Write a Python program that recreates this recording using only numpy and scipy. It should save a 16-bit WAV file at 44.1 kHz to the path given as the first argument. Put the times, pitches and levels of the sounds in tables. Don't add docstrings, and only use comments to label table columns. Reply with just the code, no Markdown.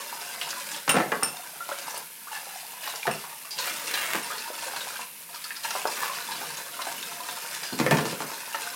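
import sys
import numpy as np
from scipy import signal
from scipy.fft import rfft, irfft
from scipy.io import wavfile
from scipy.ndimage import uniform_filter1d, map_coordinates

SR = 44100
rng = np.random.default_rng(int(sys.argv[2]) if len(sys.argv) > 2 else 0)


def wav_out(sig):
    wavfile.write(sys.argv[1], SR, np.round(np.clip(np.atleast_2d(sig).T, -1, 1) * 32767).astype(np.int16))


N = 385875
T = np.arange(N) / SR

# (frequency [Hz], width [Hz], height [dB])
BASIN_MODES = [(154, 17, 4.5), (215, 37, 6), (261, 29, 7), (333.5, 33, 7), (416.4, 6.3, 10), (480, 63, 10),
               (559.5, 13, 7.5), (704, 12, 7.5), (909, 31, 6), (1393, 18, 4.5), (1767, 18, 8.5)]
MUG_MODES = [(563, 22, 15.5), (703.4, 13, 15.5), (922, 58, 15.5), (1005, 40, 10), (1590, 74, 0),
             (1730, 34, 0), (2700, 580, 5.5), (3610, 190, 2), (4060, 130, 3), (4950, 780, 1)]
# (frequency [Hz], level [dB])
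GURGLE_SPECTRUM = [(150, -38), (350, -6), (550, -9.5), (1000, -2.5), (1600, 8), (2200, -5), (3500, -9.5),
                   (8000, -81)]
# (jet caught [s], tipped [s], empty [s], change of the jet on the mug [dB],
# pool note [Hz], pool [dB], pool spray [dB], spill note [Hz], spill [dB], runoff on the basin [dB])
RINSES = [(0.791, 1.682, 1.86, -5, 717, -54, -57, 1044, -48.5, -68),
          (2.024, 2.822, 3.49, -12.5, 850, -44, -41.5, 873, -41.5, -75),
          (2.97, 3.567, 4.21, -16, 913, -45, -56, 1780, -39, -54),
          (5.046, 5.629, 6.64, -12, 1260, -48, -44, 1255, -39.5, -62)]
POOL_FORMS_S = 0.28


def undb(db):
    return 10 ** (np.asarray(db) / 20)


def unit(x):
    return x / np.sqrt(np.mean(x ** 2) + 1e-18)


def fade(t, t60):
    return np.exp(-np.log(1000) * t / max(t60, .002))


def add(out, start, x):
    i = max(int(start * SR), 0)
    out[i:i + len(x)] += x[:max(N - i, 0)]


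def at_peak(x, db):
    return x * undb(db) / np.sqrt(uniform_filter1d(x ** 2, 350).max() + 1e-18)


def gate(start, end):
    return uniform_filter1d(1. * ((T > start) & (T < end)), size=1700)


def swell(start, end, db_per_s):
    return gate(start, end) * undb(db_per_s * np.clip(T - start, 0, end - start))


def walk(per_s):
    hold = int(SR / per_s)
    steps = rng.standard_normal(N)[np.arange(N) // hold]
    return unit(uniform_filter1d(steps, hold // 2 + 1))


def colour(x, spectrum, modes=(), size=8192):
    f = np.fft.rfftfreq(size, 1 / SR) + 1
    hz, db = np.transpose(spectrum)
    smooth = undb(np.interp(np.log(f), np.log(hz), db))
    power = 1 + sum(undb(2 * height) / (1 + (2 * (f - centre) / width) ** 2)
                    for centre, width, height in modes)
    cepstrum = irfft(np.log(smooth * np.sqrt(power)))
    cepstrum[1:size // 2] *= 2
    cepstrum[size // 2 + 1:] = 0
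    return signal.fftconvolve(x, irfft(np.exp(rfft(cepstrum))))[:len(x)]


def impacts(per_s, spread_db, size=N):
    weight = undb(spread_db * np.minimum(rng.exponential(size=size), 5))
    return (rng.random(size) < per_s / SR) * weight * rng.standard_normal(size)


def bubble(hz, t60, octaves_per_s):
    t = T[:int(max(t60, .002) * SR)]
    phase = 2 * np.pi * np.cumsum(hz * 2 ** (octaves_per_s * t)) / SR
    return np.sin(phase) * fade(t, t60) * (1 - np.exp(-2 * hz * t))


def bubbles(hz, octaves, cycles, spread_db, count, size=N):
    out = np.zeros(N)
    for when, pitch, weight, life, glide in rng.random((count, 5)):
        note_hz = min(hz * 2 ** (octaves * (2 * pitch - 1)), SR / 3)
        t60 = cycles * (.5 + life) / note_hz
        gain = undb(-spread_db * np.log(weight + 0.12))
        add(out, when * size / SR, gain * bubble(note_hz, t60, 0.52 * glide / t60))
    return unit(out[:size])


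def reflections(t60, room_db, basin_db):
    t = T[:SR // 3]
    basin, room = rng.standard_normal((2, len(t)))
    basin = basin * fade(t, 0.034) * (t > .001)
    room = signal.lfilter([1], [1, -.4], room * fade(t, t60) * (t > .006))
    response = undb(basin_db) * basin / np.linalg.norm(basin)
    response += undb(room_db) * room / np.linalg.norm(room)
    response[0] = 1
    return response / np.linalg.norm(response)


def kitchen(x, t60, room_db, basin_db, size=8192):
    out, padded, hop = np.zeros(N + size), np.pad(x, size), size // 2
    for i in range(0, N + hop, hop):
        piece = padded[i + hop:i + hop + size]
        piece = piece * np.hanning(size)[:len(piece)]
        heard = signal.fftconvolve(piece, reflections(t60, room_db, basin_db))
        out[i:i + len(heard)] += heard[:len(out) - i]
    return out[hop:hop + N]


def aerator():
    # (frequency [Hz], level [dB])
    hiss_spectrum = [(60, -17), (110, -24.5), (155, -2.5), (210, -7), (400, -14.5), (1400, -18.5),
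                     (2200, -5), (3600, -10), (7400, -10.5), (10200, -1.5), (13500, -3.5), (16000, -11)]
    flicker_db = .4 * walk(per_s=25)
    return unit(colour(impacts(per_s=11000, spread_db=0), hiss_spectrum)) * undb(-44 + flicker_db)


def clinks():
    # (time [s], level [dB], tilt [dB/octave], middle pair of modes, set by
    # the spot struck [dB], tick against ring [dB], tuning [ratio], chatter [0-1])
    strikes = [(0.893, -15, 0, -7, -2, 1.012, .6), (1.232, -16.5, 2, 2, -13, 1, 0.4),
               (3.113, -27.5, -5, -3, -12, 1, .45), (3.972, -32, -12, -8, -15, 1.03, .4),
               (4.232, -32, -3, -8, -14, 1, 0.4)]
    # (frequency [Hz], level [dB], t60 [s])
    glass_modes = [(2675, -8, 0.24), (2735, -6, 0.26), (5400, -4, 0.25), (5445, -10, 0.17),
                   (8835, -3, 0.17), (8900, -5, 0.24), (8975, -5, 0.22), (9090, -5, 0.15),
                   (13340, -14, 0.15), (13400, -15, 0.13)]
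    # (frequency [Hz], level [dB])
    tick_spectrum = [(1000, 15), (3000, 19), (5000, -12), (7000, 15), (9200, 8), (11000, 6), (13000, -12),
                     (16000, -15)]
    out, t = np.zeros(N), T[:SR // 2]
    flash = undb(4) * fade(t, .075)
    for start, db, tilt_db, middle_db, tick_db, tuning, chatter in strikes:
        ring = 0
        for hz, mode_db, t60 in glass_modes:
            jolts = signal.lfilter([1], [1, -.99], rng.standard_normal((2, len(t))))
            flutter = 1 + chatter * unit(jolts[0]) + 1j * chatter * unit(jolts[1])
            tone = np.imag(flutter * np.exp(2j * np.pi * hz * tuning * t))
            spot_db = middle_db * (5000 < hz < 6000)
            gain = undb(mode_db + spot_db + tilt_db * np.log2(hz / 5000))
            ring = ring + gain * (fade(t, t60) + flash) * tone
        contact = rng.standard_normal(len(t)) * (fade(t, 0.052) + 2 * fade(t, 0.02))
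        tick = colour(contact, tick_spectrum)
        add(out, start, at_peak(at_peak(ring, 0) + at_peak(tick, tick_db), db))
    return out


def knocks():
    # (time [s], level [dB], relative thud [dB], relative crack [dB], note [Hz], t60 [s])
    hits = [(0.878, -21.5, -16, -9, 1330, 0.19), (0.895, -22, -22, -3, 1380, 0.2),
            (0.943, -19.5, -6, -22, 704, 0.11), (0.955, -21.5, -3, -16, 910, 0.091),
            (0.966, -18, -10, -13, 755, 0.12), (0.984, -20.5, -17, -16, 435, 0.15),
            (1.002, -20, -33, -18, 720, 0.13), (1.119, -20, -13, -16, 1150, 0.11),
            (1.225, -23, -14.5, -32, 1380, 0.15), (3.069, -23.5, -11.5, -7, 1700, 0.054),
            (3.076, -19.5, -12.5, -22, 670, 0.11), (4.147, -23.5, -10, -20, 900, 0.08),
            (7.724, -38, 8, -8, 330, 0.11), (7.789, -29, -9, 1, 935, 0.1), (7.799, -20.5, 0, -6, 443, 0.13),
            (7.863, -16.5, -11, -14, 530, 0.096), (7.91, -18, 0, -4.5, 600, 0.09),
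            (7.917, -19.5, -4, -20, 710, 0.095), (7.924, -21.5, -4.5, -19, 2380, 0.061),
            (7.941, -25, -2, -15, 520, 0.12), (7.970, -26.5, -7, -1.5, 606, 0.16),
            (7.985, -23.5, -9, -9, 450, .1), (8.008, -28, -2, -6, 434, 0.13),
            (8.054, -29, -2.5, -2.5, 643, 0.11), (8.127, -29.5, -5, -26, 477, 0.065),
            (8.204, -27, -12, -28, 580, 0.042), (8.220, -28.5, -9, -6, 1440, 0.1),
            (8.316, -33, -27, -5, 895, 0.064)]
    # (frequency [Hz], level [dB])
    body_spectrum = [(100, -34.5), (300, -4.5), (500, -0.5), (800, 0), (1200, -4.5), (2000, -21.5),
                     (4000, -21.5), (9000, -36)]
    clatter_spectrum = [(200, -36.5), (600, -5.5), (1100, 4), (1700, 2), (2500, -3), (4000, -26.5),
                        (9000, -33)]
    thud_spectrum = [(25, -31), (60, -19), (100, -1), (125, 6), (165, 7.5), (260, 1.5), (400, -1.5),
                     (600, -18.5), (1500, -25)]
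    crack_spectrum = [(600, -39), (2000, 5), (3000, 9.5), (6000, 5.5), (9000, -2), (16000, -13)]
    out, t = np.zeros(N), T[:int(SR * .7)]
    for start, db, thud_db, crack_db, hz, t60 in hits:
        noise = rng.standard_normal((4, len(t)))
        modes = list(BASIN_MODES) + [(hz, hz / 6, 8)]
        body = colour(noise[0] * (fade(t, t60 * 1.3) + 0.94 * fade(t, 0.02)), body_spectrum, modes)
        clatter_decay = fade(t, t60 * 0.59) + 0.39 * fade(t, 0.015)
        clatter = colour(noise[1] * clatter_decay, clatter_spectrum, modes)
        thud = colour(noise[2] * fade(t, t60 * 1.94), thud_spectrum, BASIN_MODES)
        crack = colour(noise[3] * (fade(t, t60 * .5) + .5 * fade(t, 0.008)), crack_spectrum)
        light_db = 5 * np.log2(hz / 900)
        blow = at_peak(body, 0) + at_peak(clatter, light_db + 2)
        add(out, start, at_peak(blow, db) + at_peak(thud, db + thud_db) + at_peak(crack, db + crack_db))
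    return out


def plops():
    # (time [s], level [dB], pitch [Hz], t60 [s], slap against ring [dB], climb [octaves/s])
    large_bubbles = [(0.126, -30.5, 885, 0.036, -3, 13), (0.528, -39, 1180, 0.064, 9, 12),
                     (1.343, -39, 737, 0.043, -11, 7.5), (1.394, -39, 716, 0.046, -7, 6),
                     (1.605, -31, 1340, 0.096, -7, 4), (1.690, -26.5, 805, 0.037, -1.5, 16),
                     (1.717, -32, 564, 0.093, -24, 2), (1.714, -28, 1280, 0.053, -17, 28),
                     (1.881, -31.5, 924, 0.027, -6, 12), (1.941, -34, 930, 0.03, -1, 15),
                     (2.271, -38, 1094, 0.1, -8, 28), (2.314, -39, 880, 0.075, -12, 3),
                     (2.373, -36, 1700, 0.046, -14, 3), (2.431, -40, 886, 0.051, -10, 4),
                     (2.466, -42, 778, 0.084, 4, 4.9), (2.629, -42, 723, 0.06, -13, 4.3),
                     (2.875, -39, 885, 0.063, -8, 3.5), (2.938, -39.5, 850, 0.043, 6, 5),
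                     (3.029, -30.5, 2330, 0.03, 0, 3.6), (3.054, -32, 870, 0.07, -6, 3),
                     (3.24, -39.5, 1004, 0.099, 2.5, 4.7), (3.449, -38, 1170, 0.036, -14, 6),
                     (4.303, -31, 1186, 0.16, -2, 14), (4.476, -34.5, 930, 0.039, -2, 6.2),
                     (4.502, -29.5, 514, 0.034, -4, 7.9), (4.665, -34.5, 523, 0.059, -7, 6.6),
                     (4.735, -38.5, 920, 0.057, 5, 3.2), (4.87, -32, 807, 0.058, -8, 23),
                     (4.958, -35, 1550, 0.043, -6, 4), (4.993, -30.5, 946, 0.031, -22, 6.6),
                     (5.018, -36, 2700, 0.035, -15, 2), (5.342, -43, 950, 0.06, -18, 4.6),
                     (5.453, -42, 1280, 0.06, -10, 4.6), (5.506, -35, 1680, 0.06, 2, 15),
                     (5.752, -27.5, 950, 0.035, 2.5, 7.5), (5.854, -26, 910, 0.022, 6.5, 11),
                     (6.032, -29, 1160, 0.023, 1, 10), (6.097, -29, 1028, 0.086, -8, 4.6),
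                     (6.41, -39, 762, 0.04, 5, 10), (6.791, -30.5, 980, 0.053, -2, 10),
                     (6.869, -35.5, 700, 0.034, 3.5, 6), (7.203, -34, 974, 0.06, -10, 4.2),
                     (7.376, -33.5, 930, 0.075, -5, 4), (7.452, -37.5, 1520, 0.055, -8, 4)]
    out, t = np.zeros(N), T[:SR // 3]
    for start, db, hz, t60, slap_db, climb in large_bubbles:
        smack = rng.standard_normal(len(t)) * (fade(t, t60) + 0.93 * fade(t, 0.0058))
        spectrum = [(hz / 7, -38), (hz / 2.3, -8), (hz, 0), (hz * 1.43, -2), (hz * 2, -17), (hz * 5, -32)]
        add(out, start, at_peak(bubble(hz, t60, climb), db))
        add(out, start, at_peak(colour(smack, spectrum), db + slap_db))
    return out


def free_jet():
    return undb(sum(db * gate(caught, tipped) for caught, tipped, _, db, *_ in RINSES))


def stray_splats():
    free = free_jet()
    return [(when * N / SR, -35 + 2.5 * (2 * size - 1), 4600 * 2 ** (0.7 * (2 * pitch - 1)), -41, 0.09)
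            for when, size, pitch in rng.random((14, 3)) if free[int(when * N)] > undb(-1)]


def splats():
    # (time [s], spray [dB], spray centre [Hz], hollow slap [dB], spray t60 [s])
    big_splats = [(0.4137, -23.5, 2880, -36, 0.14), (0.5055, -27.5, 4900, -46, 0.063),
                  (0.7151, -34, 7200, -39, 0.11), (0.746, -32.5, 2800, -54, 0.035),
                  (1.9445, -38, 5550, -57, 0.058), (1.977, -31.5, 9200, -53, 0.052),
                  (2.836, -34.5, 2820, -59, 0.092), (2.8744, -32.5, 3820, -37, 0.076),
                  (2.9582, -31.5, 5400, -47, 0.029), (3.508, -33, 4800, -61, 0.29),
                  (3.5877, -26, 4140, -33, 0.13), (3.6735, -31, 2420, -28, 0.062),
                  (3.9387, -25, 3980, -51, 0.1), (4.3807, -33, 4440, -54, 0.17),
                  (4.762, -32, 4240, -30, 0.09), (5.345, -36.5, 4440, -41, 0.13),
                  (5.4418, -30.5, 4460, -43, 0.065), (5.565, -34.5, 5040, -45, 0.058),
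                  (5.635, -33, 4200, -50, 0.086), (5.6471, -40, 2050, -28.5, 0.18),
                  (5.707, -27, 5300, -29, 0.05), (5.873, -29.5, 5100, -39, 0.075),
                  (6.0319, -38, 5000, -28.5, 0.39), (6.3178, -31, 3950, -60, 0.089),
                  (6.8166, -31, 4000, -33, .12), (7.027, -30.5, 3740, -43, 0.05),
                  (7.2868, -34, 3550, -29.5, 0.16), (7.632, -32.5, 4700, -33, 0.43),
                  (8.545, -38, 4200, -25, .1)]
    out, t = np.zeros(N), T[:SR // 3]
    for start, spray_db, hz, slap_db, t60 in list(big_splats) + stray_splats():
        noise = rng.standard_normal((2, len(t)))
        spectrum = [(hz / 4, -26), (hz / 1.07, -10), (hz, 0), (hz * 1.1, -10), (hz * 3, -28)]
        spray = colour(noise[0] * (fade(t, t60) + 0.66 * fade(t, 0.0067)), spectrum)
        slap = colour(noise[1] * fade(t, 0.055), GURGLE_SPECTRUM, MUG_MODES)
        add(out, start, at_peak(spray, spray_db) + at_peak(slap, slap_db))
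    return out


def sloshes():
    # (start [s], end [s], level [dB], note [Hz])
    surges = [(3.616, 3.728, -35, 1760), (3.892, 4.186, -32.5, 1670), (5.966, 6.097, -33, 1340)]
    out = np.zeros(N)
    for start, end, db, hz in surges:
        spectrum = [(hz / 8, -30), (hz / 0.99, -10), (hz, -4), (hz * 0.98, -8), (hz * 3, -24)]
        churn = colour(impacts(per_s=1100, spread_db=2.5), spectrum)
        out += undb(db) * unit(churn) * gate(start, end)
    return out


def plunge(start, end, hz, octaves):
    out = np.zeros(N)
    fizz = bubbles(hz, octaves, cycles=28, spread_db=10.5, count=120, size=SR)
    spectrum = [(hz / 4, -32), (hz / 1.1, -11), (hz * 1.05, -7), (hz * 4.5, -11), (hz * 7, -30)]
    modes = [(hz, hz / 6, 10), (2 * hz, hz / 7, 14), (3.15 * hz, hz / 5, 7)]
    hollow = colour(impacts(per_s=900, spread_db=2.2, size=SR), spectrum, modes)
    position = np.cumsum(1 + .025 * walk(per_s=9)[:SR])
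    swaying = map_coordinates(hollow, [position], mode="mirror")
    add(out, start, unit(fizz + unit(swaying)))
    return out * gate(start, end)


def pours():
    out = np.zeros(N)
    for caught, tipped, empty, _, pool_hz, pool_db, _, spill_hz, spill_db, _ in RINSES:
        out += undb(pool_db) * plunge(caught + POOL_FORMS_S, tipped, pool_hz, octaves=0.316)
        out += undb(spill_db - 6.5) * plunge(tipped, empty, spill_hz, octaves=0.566)
    gulps = unit(undb(5.5 * walk(per_s=26)))
    return out * gulps


def flow():
    free = free_jet() * undb(0.46 * walk(per_s=9))
    gurgle, spatter, drum = free * undb(-44), free * undb(-40), free * undb(-53.5)
    for caught, tipped, empty, _, _, _, spray_db, _, spill_db, runoff_db in RINSES:
        pool_spray = undb(spray_db) * swell(caught + POOL_FORMS_S + 0.0026, tipped, db_per_s=-10)
        spill_spray = undb(spill_db + 2.5) * swell(tipped, empty, db_per_s=-16)
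        spatter = np.hypot(spatter, pool_spray + spill_spray)
        gurgle = np.hypot(gurgle, undb(spill_db - 18) * swell(tipped, empty, db_per_s=-5))
        drum = np.hypot(drum, undb(runoff_db) * swell(tipped, empty, db_per_s=11.5))
    return gurgle, spatter, drum


def jet():
    # (frequency [Hz], level [dB])
    spatter_spectrum = [(400, -37), (1200, -1.5), (2200, 2), (3000, -3.5), (5000, 0), (7500, 1),
                        (10000, 2.5), (13000, -21), (16000, -38)]
    mist_spectrum = [(3000, -50), (7000, -27), (10000, -15), (13000, 8), (16000, -1)]
    drum_spectrum = [(25, -13), (60, -14), (100, -4), (150, -0.5), (270, -3.5), (400, -1.5), (600, 1),
                     (1500, -47.5)]
    gurgle_db, spatter_db, drum_db = 20 * np.log10(flow())
    lumps = walk(per_s=45)
    ticks = unit(impacts(per_s=4000, spread_db=2.5))
    fizz = bubbles(hz=4917, octaves=0.899, cycles=43, spread_db=5, count=2000)
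    spray = (ticks + undb(-9) * fizz) * undb(2 * lumps)
    spatter = unit(colour(spray, spatter_spectrum, MUG_MODES)) * undb(spatter_db)
    churn = unit(colour(impacts(per_s=700, spread_db=1.5), GURGLE_SPECTRUM, MUG_MODES))
    trapped_air = bubbles(hz=1095.5, octaves=1, cycles=26, spread_db=2, count=900)
    pops = unit(colour(trapped_air, GURGLE_SPECTRUM, MUG_MODES))
    gurgle = unit((churn + undb(2) * pops) * undb(1.3 * lumps)) * undb(gurgle_db)
    mist_db = 2 * (np.minimum(spatter_db, -34) + 36.5) - 44
    mist = unit(colour(impacts(per_s=3300, spread_db=4), mist_spectrum)) * undb(mist_db)
    drum = unit(colour(impacts(per_s=570, spread_db=-3), drum_spectrum, BASIN_MODES)) * undb(drum_db)
    return spatter + mist + gurgle + drum


def scene():
    water = jet() + pours() + sloshes() + plops() + splats()
    water = kitchen(water, t60=0.35, room_db=-5.5, basin_db=-4)
    dishes = kitchen(knocks() + clinks(), t60=0.35, room_db=-6, basin_db=-8.5)
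    return (aerator() + water + dishes)[None]


def record(dry):
    thin = colour(dry[0], [(30, -14), (70, -8.5), (105, -10), (145, -1.5), (1000, 0.5)])
    lowpass = signal.ellip(10, .2, 80, 15950, fs=SR, output="sos")
    return signal.sosfilt(lowpass, thin)[None]


dry = scene()
out = record(dry)
wav_out(out)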